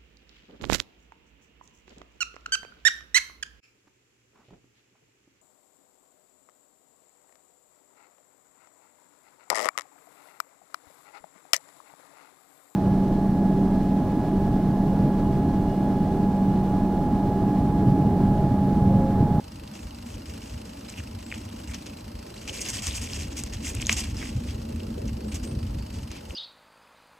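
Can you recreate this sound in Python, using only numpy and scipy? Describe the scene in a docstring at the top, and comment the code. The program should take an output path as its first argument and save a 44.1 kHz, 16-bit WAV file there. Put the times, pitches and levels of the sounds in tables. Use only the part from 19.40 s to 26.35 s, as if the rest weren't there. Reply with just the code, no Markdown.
"""A ticking freewheel over a low rumble of wind and road: a bicycle coasts through the woods.
Heard from the saddle, air thumps the microphone and the paved path shakes the tyres into a hum.
The tyres crush single dry leaves, then run through a thick drift of them, where a twig cracks.
Each tick is the freewheel's pawl, a small catch, dropping off a tooth and ringing the hub.
In the background a small bird gives thin rising calls and another trills faintly."""
import sys
import numpy as np
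from scipy import signal
from scipy.fft import rfft, irfft, next_fast_len
from scipy.io import wavfile
from scipy.ndimage import uniform_filter1d

SR = 44100
rng = np.random.default_rng(int(sys.argv[2]) if len(sys.argv) > 2 else 0)


def master_out(mix):
    """Clip the mix to full scale and print it as 16-bit PCM to the path in sys.argv[1]."""
    frames = np.transpose(np.atleast_2d(mix))
    ceiling = np.clip(frames, -1, 1)
    pcm = np.round(ceiling * 32767).astype(np.int16)
    wavfile.write(sys.argv[1], SR, pcm)


N = 306492
T = np.arange(N) / SR   # time of every sample, in seconds


def from_db(db):
    """Turn decibels into a number to multiply by."""
    return 10 ** (np.asarray(db) / 20)


def rms_one(x):
    """Scale each row to an average (rms) level of 1."""
    return x / np.sqrt(np.mean(x ** 2, axis=-1, keepdims=True) + 1e-20)


def evened(x, window_s):
    """Hold the level near 1 from moment to moment."""
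    power = uniform_filter1d(x ** 2, max(int(window_s * SR), 2), axis=-1)
    return x / np.sqrt(np.abs(power) + 1e-12)


def curve(rows):
    """Join (time, value) points with straight lines."""
    return np.interp(T, *np.transpose(rows))


def swells(rows, rise_s, fall_s):
    """A smooth bump in level for each (time, level) row."""
    powers = (from_db(2 * db) * np.exp(-2 * ((T - s) / np.where(T < s, rise_s, fall_s)) ** 2)
              for s, db in rows)
    return np.sqrt(sum(powers))


def noise():
    """Two rows of white noise: mid (what both ears share) and side (how they differ)."""
    return rng.standard_normal((2, N))


def drift(rate_hz):
    """A smooth random wobble, about 1 in size."""
    r = np.exp(-80 * np.pi * rate_hz / SR)
    slow = signal.lfilter([1], [1, -2 * r, r * r], rng.standard_normal(N // 40 + 2002))[2000:]
    return np.interp(np.arange(N) / 40, np.arange(len(slow)), rms_one(slow))


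def coloured(x, tone, size=8192):
    """Filter a sound by (pitch, gain) rows; pitches beyond the table fade away."""
    hz, db = np.transpose(tone)
    octave, known = np.log2(np.maximum(np.fft.rfftfreq(size, 1 / SR), 1)), np.log2(hz)
    outside = np.abs(octave - np.clip(octave, known[0], known[-1]))
    gain_db = np.interp(octave, known, db) - 20 * np.minimum(2 * outside, 2)
    cepstrum = irfft(np.log(from_db(gain_db)))
    cepstrum[1:size // 2] *= 2   # folded so the filter rings only after a hit, never before
    cepstrum[size // 2 + 1:] = 0
    response = irfft(np.exp(rfft(cepstrum)))
    return signal.fftconvolve(np.atleast_2d(x), response[None], axes=-1)[:, :N]


def ring(clicks, hz, fade_s):
    """Each click starts a tone that drops 60 dB in fade_s."""
    r, w = from_db(-60 / (fade_s * SR)), 2 * np.pi * hz / SR
    return signal.lfilter([0, np.sin(w)], [1, -2 * r * np.cos(w), r * r], clicks + 1e-18)


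def fading(clicks, fade_s):
    """Each click becomes a level that drops 60 dB in fade_s."""
    return signal.lfilter([1], [1, -from_db(-60 / (fade_s * SR))], clicks + 1e-18)


# A filter that trims the bass and the highest treble: pitch_hz, gain_db
TRIM_TONE = [(200, -3.5), (1100, -0.5), (1900, -0.5), (8500, 0), (10500, -8), (12800, -1), (14000, -29)]
def trimmed(x):
    """Thin the bass and cut the treble steeply above 13 kHz, leaving a dry, crisp sound."""
    return coloured(x, TRIM_TONE)


# Bursts of a far bird's trill: loudest_s, half_length_s, pitch_hz, level_db
TRILL_BURSTS = [(2.82, .08, 4480, -58.5), (3.0, .04, 4500, -57), (5.83, .035, 4480, -57),
                (6.05, .11, 4750, -58.5), (6.21, .04, 4700, -55.5), (6.41, .04, 4600, -54.5),
                (6.53, .08, 4580, -57)]
def trilling_bird(notes_per_s=54, fall_hz=800, gap_db=-19):
    """Quick notes, each sliding down in pitch, in bursts that swell and fade."""
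    note = (T * notes_per_s + 0.065 * drift(9.6)) % 1   # runs from 0 to 1 in each note
    slide = np.cumsum(fall_hz * (.5 - note) + 60 * drift(105)) / SR
    song = sum(swells([(s, db)], half_s, half_s) * np.sin(2 * np.pi * (hz * T + slide))
               for s, half_s, hz, db in TRILL_BURSTS)
    pulses = rms_one(from_db(gap_db * np.cos(np.pi * note) ** 2))
    return song * pulses * [[1], [0]]   # mid only, so it sits in the centre


# A small bird's calls: start_s, length_s, start_hz, end_hz, level_db
BIRD_CALLS = [(1.836, .04, 7100, 8050, -53.5), (4.21, .055, 7200, 8200, -52.5),
              (5.853, .07, 6800, 9200, -56.5), (6.03, .07, 7700, 9000, -54)]
def calling_bird(echo_db=1.5, echo_fade_s=.4):
    """Thin whistles rise and level off, and the trees scatter them into an echo."""
    song = np.zeros(N)
    for s, length, start_hz, end_hz, db in BIRD_CALLS:
        part = np.clip((T - s) / length, 0, 1)
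        hz = start_hz + (end_hz - start_hz) * np.sin(np.pi / 2 * part) + 45 * drift(120)
        level = from_db(db) * np.sqrt(np.abs(np.sin(np.pi * part)))
        song += level * np.sin(2 * np.pi * np.cumsum(hz) / SR)
    trees = rng.standard_normal((2, SR)) * from_db(-60 * T[:SR] / echo_fade_s)
    echo = signal.fftconvolve(song[None], trees / np.linalg.norm(trees[0]), axes=-1)[:, :N]
    return song * [[1], [0]] + from_db(echo_db) * echo


# Tone of the hiss: pitch_hz, gain_db
HISS_TONE = [(400, -7), (620, 3), (700, -9), (770, -0.5), (850, 1), (1300, -6.5), (2200, -12),
             (2850, -10.5), (3500, -15.5), (4500, -10), (7800, -24.5), (10700, -21.5), (12600, -17.5),
             (14000, -54)]
def hiss(level_db=-54.3, flicker_db=.7):
    """The rolling tyres and the woods make a soft, steady hiss."""
    return from_db(level_db + flicker_db * drift(36)) * rms_one(coloured(noise(), HISS_TONE))


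# Tone of the shaking frame: pitch_hz, gain_db
FRAME_TONE = [(70, -23), (100, 10), (135, 3.5), (165, -2), (195, 1), (230, -14.5)]
def frame_rumble(level_db=-51):
    """The path shakes the frame into a steady rumble."""
    return from_db(level_db) * evened(coloured(noise(), FRAME_TONE), window_s=0.14)


# Strength of the headwind: time_s, level_db
HEADWIND = [(0, -47), (0.22, -42), (0.38, -51), (0.6, -42), (1.3, -46), (2.2, -42.5), (2.5, -48),
            (2.86, -48), (3.08, -41.5), (3.27, -46), (3.5, -37.5), (4.1, -36.5), (4.6, -33), (5.5, -36),
            (6.35, -34.5), (6.62, -34.5), (6.8, -48), (6.95, -57)]
# Single swirls of air that thump: loudest_s, level_db
THUMPS = [(0.46, -32), (0.76, -33.5), (0.91, -36), (1.15, -31), (1.6, -35), (1.76, -34), (1.91, -50),
          (2.05, -40), (2.3, -31.5), (2.66, -37.5), (2.77, -34), (3.35, -37.5), (3.515, -31.5), (3.79, -30),
          (4.14, -37), (4.56, -31), (4.7, -33), (4.975, -24), (5.11, -30.5), (5.67, -28.5), (5.735, -27),
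          (5.945, -33), (6.17, -27.5), (6.235, -28), (6.355, -27), (6.89, -32.5)]
# Tone of air on the microphone: pitch_hz, gain_db
WIND_TONE = [(12, -24), (20, -51), (42, -7), (64, 0.5), (89, -2), (156, -17), (190, -24.5), (250, -21.5),
             (420, -120)]
def wind(gain_db=-1.2, gust_db=3):
    """Air pushes on the microphone in deep gusts and thumps."""
    gusts = from_db(curve(HEADWIND) + gust_db * drift(25))
    push = np.hypot(gusts, swells(THUMPS, rise_s=0.03, fall_s=0.029))
    return from_db(gain_db) * push * evened(coloured(noise(), WIND_TONE), window_s=0.0615)


# How loud the tread is on the ground: time_s, level_db
ROAR_LEVEL = [(0, -59), (1.0, -54.5), (2.7, -54.5), (3.0, -51), (4.1, -49), (4.55, -52), (5.5, -48.5),
              (6.4, -50), (6.95, -53)]
# Tone of the tread: pitch_hz, gain_db
ROAR_TONE = [(260, -13.5), (330, 6.5), (390, 3), (470, 2), (545, -1), (610, -9.5), (680, -14), (800, -26)]
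def tread_roar(gain_db=-1, wobble_db=3.2):
    """The tread rolls over the ground with an uneven roar."""
    level = from_db(gain_db + curve(ROAR_LEVEL) + wobble_db * drift(14))
    return level * rms_one(coloured(noise(), ROAR_TONE))


# How hard the path shakes the tyres: time_s, level_db
TYRE_SHAKE = [(0, -46), (0.7, -43), (1.4, -44.5), (2.0, -42), (2.9, -47), (4.4, -40.5), (5.3, -38.5),
              (6.15, -38.5), (6.55, -42), (6.95, -49.5)]
# Tone of a hollow tyre: pitch_hz, gain_db
HUM_TONE = [(110, -22.5), (165, -10.5), (200, -5), (217, -2.5), (228, -1), (240, -1), (254, -13),
            (272, -3.5), (292, -10), (320, -8.5), (365, -28.5), (480, -31)]
def tyre_hum(bumpy_db=1.67):
    """The rough path shakes the tyres into a hollow hum."""
    shake = from_db(curve(TYRE_SHAKE) + bumpy_db * drift(14))
    return shake * evened(coloured(noise(), HUM_TONE), window_s=0.156)


# Jolts from seams and cracks in the path: loudest_s, level_db, pitch_hz
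PATH_JOLTS = [(4.515, -30, 221), (4.9, -31.5, 232), (5.03, -31, 238), (5.261, -32.5, 218),
              (5.36, -29.5, 225), (5.509, -34, 226), (5.671, -32.5, 218), (5.868, -29.5, 217),
              (6.041, -34, 240.5), (6.137, -32, 137), (6.161, -30.5, 213)]
def tyre_booms(sag_hz_per_s=100):
    """A jolt rings the air in a tyre; the pitch sags as the tyre recovers."""
    booms = np.zeros(N)
    for s, db, hz in PATH_JOLTS:
        cycles = rng.random() + (hz - sag_hz_per_s * (T - s) / 2) * (T - s)
        booms += swells([(s, db)], rise_s=0.032, fall_s=0.031) * np.sin(2 * np.pi * cycles)
    return booms * [[1], [0]]


# The papery body and the crisp top of breaking leaves: pitch_hz, gain_db
PAPERY_TONE = [(400, -28), (700, 5), (900, 0.5), (1400, -3.5), (2000, 5), (2700, 8), (3300, 4.5),
               (4000, -3.5), (5500, 0)]
CRISP_TONE = [(2500, -39), (4000, -20), (5300, -1), (6300, 6.5), (8300, 3.5), (9700, -9), (11000, -12.5),
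              (12600, -9.5), (14000, -43)]
def crackle(breaks_per_s, clump_db, spread_db=1.9, rub=.45, cycles=8, pitches=14):
    """Dry leaves rub and break in clumps of tiny rings. Gives a papery and a crisp layer."""
    at = np.flatnonzero(rng.random(N) < breaks_per_s / SR)
    sizes = from_db(spread_db * np.minimum(rng.exponential(1, len(at)), 4))   # many small, few large
    sizes = sizes * rng.choice([-1, 1], (2, len(at)))
    pitch_of, rings = rng.integers(0, pitches, len(at)), 0
    for k, hz in enumerate(np.geomspace(1050, 12500, pitches)):
        clicks = np.zeros((2, N))
        clicks[:, at[pitch_of == k]] = sizes[:, pitch_of == k]
        swelling = ring(ring(clicks, hz, cycles / hz), hz, cycles / hz)
        rings = rings + hz ** 2 * swelling   # short, high rings are struck harder
    grains = (rms_one(rings) + rub * noise()) * from_db(clump_db * drift(34))
    return coloured(grains, PAPERY_TONE), coloured(grains, CRISP_TONE)


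# How deep the fallen leaves lie, given as loudness: time_s, level_db
LEAF_COVER = [(0, -59), (1.1, -50.5), (1.7, -54), (2.3, -51), (2.75, -58), (3.03, -49), (3.27, -41),
              (3.6, -40), (4.12, -50), (4.58, -37.5), (4.7, -46.5), (5.3, -56), (6.95, -55.5)]
def leaf_litter(papery_db=-5, crisp_db=-6, patchy_db=0.5):
    """Crumbs of leaf and grit crackle under the tread all along; deep leaves lie in uneven heaps."""
    cover_db = curve(LEAF_COVER)
    depth = (cover_db - cover_db.min()) / np.ptp(cover_db)
    level = from_db(cover_db - patchy_db * depth * drift(58))
    papery, crisp = crackle(breaks_per_s=7000, clump_db=3)
    return level * (from_db(papery_db) * rms_one(papery) + from_db(crisp_db) * rms_one(crisp))


def leaf_ribs(most_per_s=60, above_cover_db=9.5, spread_db=3.5, low_hz=2400, high_hz=8550, cycles=2):
    """Rows for snaps(): leaf ribs break by chance, more often and louder in deep leaves."""
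    cover_db, tries = curve(LEAF_COVER), 600
    when, luck, size, pitch = rng.random((tries, 4)).T
    at = (when * (N - 1)).astype(int)
    per_s = most_per_s * from_db(1.5 * (cover_db[at] - cover_db.max()))
    level_db = cover_db[at] + above_cover_db + spread_db * (2 * size - 1)
    hz = low_hz * (high_hz / low_hz) ** pitch
    rows = np.column_stack([at / SR, level_db, hz, np.full(tries, cycles)])
    return rows[luck < per_s * N / SR / tries]


# Leaves dragged over the path: loudest_s, half_length_s, pitch_hz, level_db
DRAGGED_LEAVES = [(1.588, 0.02, 2700, -43.5), (2.31, 0.029, 2250, -48.5), (4.826, 0.011, 2160, -37),
                  (4.861, 0.014, 2310, -44)]
def leaf_scrapes(slips_per_s=900, fade_s=0.0027):
    """A dragged leaf sticks and slips; every slip rings its stiff blade."""
    slips = noise() * (rng.random(N) < slips_per_s / SR)
    scrapes = np.zeros((2, N))
    for s, half_s, hz, db in DRAGGED_LEAVES:
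        blade = ring(ring(slips, hz, fade_s), hz, fade_s)
        scrapes += swells([(s, db)], half_s, half_s) * evened(blade, window_s=0.02)
    return trimmed(scrapes)


# Single leaves going under a tyre: start_s, length_s, papery_db, crisp_db
CRUSHED_LEAVES = [(0.333, 0.041, -53, -53), (0.395, 0.051, -62, -57), (0.65, 0.1, -68, -57),
                  (0.872, 0.042, -56, -55), (0.93, 0.033, -57, -60), (1.025, 0.084, -60, -59),
                  (1.478, 0.02, -51, -53), (1.512, 0.05, -59, -62), (1.571, 0.027, -53, -51),
                  (1.936, 0.028, -50, -56), (2.003, 0.0053, -57, -57), (2.273, 0.042, -65, -52),
                  (2.334, 0.014, -41, -48), (2.462, 0.0075, -46, -49), (3.075, 0.023, -39.5, -42),
                  (3.126, 0.066, -47, -43.5), (3.205, 0.015, -46, -34.5), (3.248, 0.035, -41.5, -42.5),
                  (3.285, 0.017, -42.5, -34), (3.33, 0.04, -40.5, -38), (3.419, 0.047, -41.5, -38),
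                  (3.462, 0.02, -44.5, -40), (3.543, 0.029, -46, -36.5), (3.613, 0.029, -47, -40.5),
                  (3.683, 0.023, -62, -50), (3.74, 0.025, -46.5, -42.5), (3.787, 0.042, -45, -43.5),
                  (3.964, 0.035, -43.5, -39), (4.123, 0.02, -44, -45.5), (4.243, 0.057, -43, -37.5),
                  (4.407, 0.0072, -40, -43), (4.49, 0.016, -34, -36), (4.513, 0.0067, -33.5, -37),
                  (4.522, 0.005, -49, -34), (4.565, 0.037, -36.5, -33.5), (4.634, 0.0086, -41.5, -46),
                  (4.769, 0.13, -47.5, -48.5), (5.075, 0.036, -46.5, -53), (5.674, 0.0096, -49.5, -54),
                  (5.915, 0.01, -44, -46.5), (5.942, 0.014, -43.5, -39.5), (6.028, 0.02, -49, -46.5),
                  (6.523, 0.049, -56, -55), (6.703, 0.087, -50.5, -63)]
def leaf_crushes(rise_s=0.0021, settle_s=0.014):
    """A leaf crackles while the tyre is on it, then settles."""
    papery_level, crisp_level = np.zeros((2, N))
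    for s, length, papery_db, crisp_db in CRUSHED_LEAVES:
        near = slice(int(s * SR), int((s + length + .2) * SR))
        age = T[near] - T[near][0]
        pressure = (1 - np.exp(-age / rise_s)) * np.exp(-np.maximum(age - length, 0) / settle_s)
        papery_level[near] += from_db(papery_db) * pressure
        crisp_level[near] += from_db(crisp_db) * pressure
    papery, crisp = crackle(breaks_per_s=6000, clump_db=-1.5)
    return papery_level * evened(papery, window_s=0.0194) + crisp_level * evened(crisp, window_s=0.011)


# Sharp clicks: stalks and twigs breaking, and one louder freewheel tick near the start.
# start_s, level_db, pitch_hz, cycles_to_peak
SHARP_CLICKS = [(0.277, -31.5, 3900, 0.85), (1.4962, -28, 7700, 2.2), (1.5008, -26, 6000, 1.1),
                (1.5394, -33, 2600, 1.5), (1.6016, -36, 1850, 2), (1.6735, -37.5, 2740, 1.9),
                (1.9159, -25.5, 2500, 2), (1.9244, -20.5, 2150, 1.3), (1.9398, -36, 2600, 2),
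                (1.9425, -28, 2400, 0.6), (1.947, -37, 6400, 1.8), (1.9473, -35, 2500, 0.91),
                (2.084, -38, 2900, 1.2), (2.345, -24, 5900, 1.9), (2.466, -26.5, 5300, 0.4),
                (3.0762, -27, 2490, 1.6), (3.078, -24, 5870, 1), (3.0947, -23.5, 3100, 2.7),
                (3.1935, -29.5, 2470, 2.8), (3.219, -20, 6400, 3.6), (3.2956, -31, 7000, 1.1),
                (3.3027, -21, 7200, 1.6), (3.305, -22, 6800, 1.5), (3.3876, -30.5, 3130, 3.9),
                (3.469, -13, 7400, 1.2), (3.4786, -21, 5760, 4.1), (3.5225, -30, 2610, 1.2),
                (3.5806, -27, 2630, 2.2), (3.646, -35, 5960, 1.1), (3.6996, -33, 2930, 2),
                (3.7343, -20, 5160, 2), (3.9814, -28, 6100, 1.8), (3.9916, -27, 6000, 2.6),
                (4.0369, -15.5, 7500, 1), (4.1358, -25.5, 6600, 1.9), (4.248, -28, 2800, 1.3),
                (4.2686, -27.5, 2170, 2.2), (4.3506, -18, 8850, 0.7), (4.4182, -17, 7000, 0.9),
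                (4.4256, -23, 2990, 1.6), (4.4602, -23, 6500, 2.5), (4.4685, -11.5, 6470, 2.2),
                (4.4935, -18, 6760, 2.5), (4.4944, -4.9, 2250, 1.08), (4.4955, -24, 3700, 2.5),
                (4.4963, -16.5, 2880, 2), (4.5277, -10.5, 6400, 1.9), (4.769, -27, 5170, 2.2),
                (5.1055, -48, 2600, 1.1), (5.4029, -32, 3000, 1.6), (5.6802, -30, 6000, 1.7),
                (6.716, -21, 5450, 0.35), (6.907, -31, 2800, 1.7)]
def snaps(rows, tail_db=-18, tail_fade_s=.02, side_db=-8):
    """A kick of a few cycles and a brief noisy tail, as when a stalk gives way and splinters."""
    out, age = np.zeros((2, N)), np.arange(2048) / SR
    spray = np.pad(noise(), ((0, 0), (0, len(age))), mode="wrap")
    tail_level = from_db(tail_db - 60 * age / tail_fade_s)
    for s, db, hz, cycles in rows:
        i, swing = int(s * SR), age * hz / cycles
        kick = swing ** 2 * np.exp(2 * (1 - swing) - 2j * np.pi * hz * age)
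        tail = tail_level * rms_one(ring(spray[:, i:i + len(age)], hz, np.pi / hz))
        snap = np.array([kick.imag, from_db(side_db) * kick.real]) + tail
        out[:, i:i + len(age)] += from_db(db) * snap[:, :N - i]
    return trimmed(out)


# The turning freewheel: time_s, teeth_passed
WHEEL_TURN = [(0.002, 0), (.857, 22), (1.137, 29), (1.41, 36), (1.673, 43), (1.94, 50), (2.533, 66),
              (2.789, 73), (3.128, 82), (3.509, 91), (3.954, 103), (4.311, 113), (4.816, 127), (5.001, 132),
              (5.503, 146), (5.92, 157), (6.189, 164), (6.541, 173), (6.941, 182)]
# Ringing tones of the hub and frame: pitch_hz, level_db, fade_s
HUB_TONES = [(2600, -46.5, 0.031), (2810, -49, 0.058), (3020, -47.5, 0.03), (4070, -48.5, 0.035),
             (5230, -47, 0.032), (5530, -52, 0.027), (6070, -52, 0.03), (7460, -62.5, 0.033)]
# Tone of the pawl's dry click: pitch_hz, gain_db
CLICK_TONE = [(600, -30), (1300, 7.5), (2800, 0.5), (3900, 4), (4800, 0.5), (5500, -3), (6500, -7.5),
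              (7900, 3.5), (10600, -10), (12600, -2.5), (14000, -48)]
def freewheel(hub_gain_db=-5.5, click_db=-58.5, click_fade_s=.06, chatter_fade_s=.012,
              uneven_db=.9, wobble_db=4, scrape_share=0.073, scrape_lead_s=0.00089):
    """The pawl scrapes off every tooth and drops with a click and a chatter that rings the hub."""
    s, teeth = np.transpose(WHEEL_TURN)
    drop_s = np.interp(np.arange(round(teeth[-1])), teeth, s)
    at = (drop_s * SR).astype(int).clip(0, N - 1)
    drops = np.zeros(N)
    drops[at] = from_db(uneven_db * rng.standard_normal(len(at)))
    drops = drops + scrape_share * np.interp(T + scrape_lead_s, T, drops)
    contact = fading(drops, chatter_fade_s)
    chatter = noise() * contact / np.sqrt(np.sum(contact ** 2) / len(at))
    hub, tooth_s = 0, s[-1] / teeth[-1]
    for k, (hz, db, fade_s) in enumerate(HUB_TONES):
        tone = ring(chatter, hz, fade_s)
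        level = from_db(db + wobble_db * drift(7.3)) * tone.std()
        hub = hub + (-1) ** k * level * evened(tone, tooth_s)   # neighbours swing opposite ways
    click = rms_one(coloured(noise() * fading(drops, click_fade_s), CLICK_TONE))
    return from_db(hub_gain_db) * trimmed(hub) + from_db(click_db) * click


# How wide the sound is: pitch_hz, side_gain_db
STEREO_WIDTH = [(60, -66), (130, -62), (200, -57), (280, -29), (400, -7.5), (680, 12), (850, 0.5),
                (1300, -1), (1800, -17), (2300, -10.5), (4000, -4), (5050, 1.5), (6800, -21), (9000, -8),
                (12000, 4.5), (12700, 12.5), (14000, 38), (15500, 27)]
# How much of the mid goes into the side, a quarter cycle late: pitch_hz, gain_db
LEFT_LAG = [(200, -80), (2000, -40), (2900, -14), (3900, -15), (4700, -13), (6800, -23), (8000, -7),
            (10300, -1), (12000, -1)]
def left_and_right(mid, side):
    """Spread the sound between the ears, with the left trailing a little in the treble."""
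    hz, db = np.transpose(LEFT_LAG)
    size = next_fast_len(N)
    gain = from_db(np.interp(np.log(np.fft.rfftfreq(size, 1 / SR) + 1), np.log(hz), db))
    late = irfft(-1j * gain * rfft(mid, size), size)[:N]
    return mid + (coloured(side, STEREO_WIDTH) + late) * [[1], [-1]]


def scene():
    """Add up the ride, the leaves and the birds, then spread them left and right."""
    ride = wind() + tyre_hum() + frame_rumble() + tread_roar() + hiss() + tyre_booms() + freewheel()
    leaves = leaf_litter() + leaf_crushes() + leaf_scrapes() + snaps([*SHARP_CLICKS, *leaf_ribs()])
    birds = calling_bird() + trilling_bird()
    return left_and_right(*(ride + leaves + birds))


def record(dry):
    """Cut off the very highest treble steeply."""
    cutoff_hz = 15900
    return signal.sosfilt(signal.ellip(10, .1, 80, cutoff_hz, fs=SR, output="sos"), dry)


dry = scene()
out = record(dry)
master_out(out)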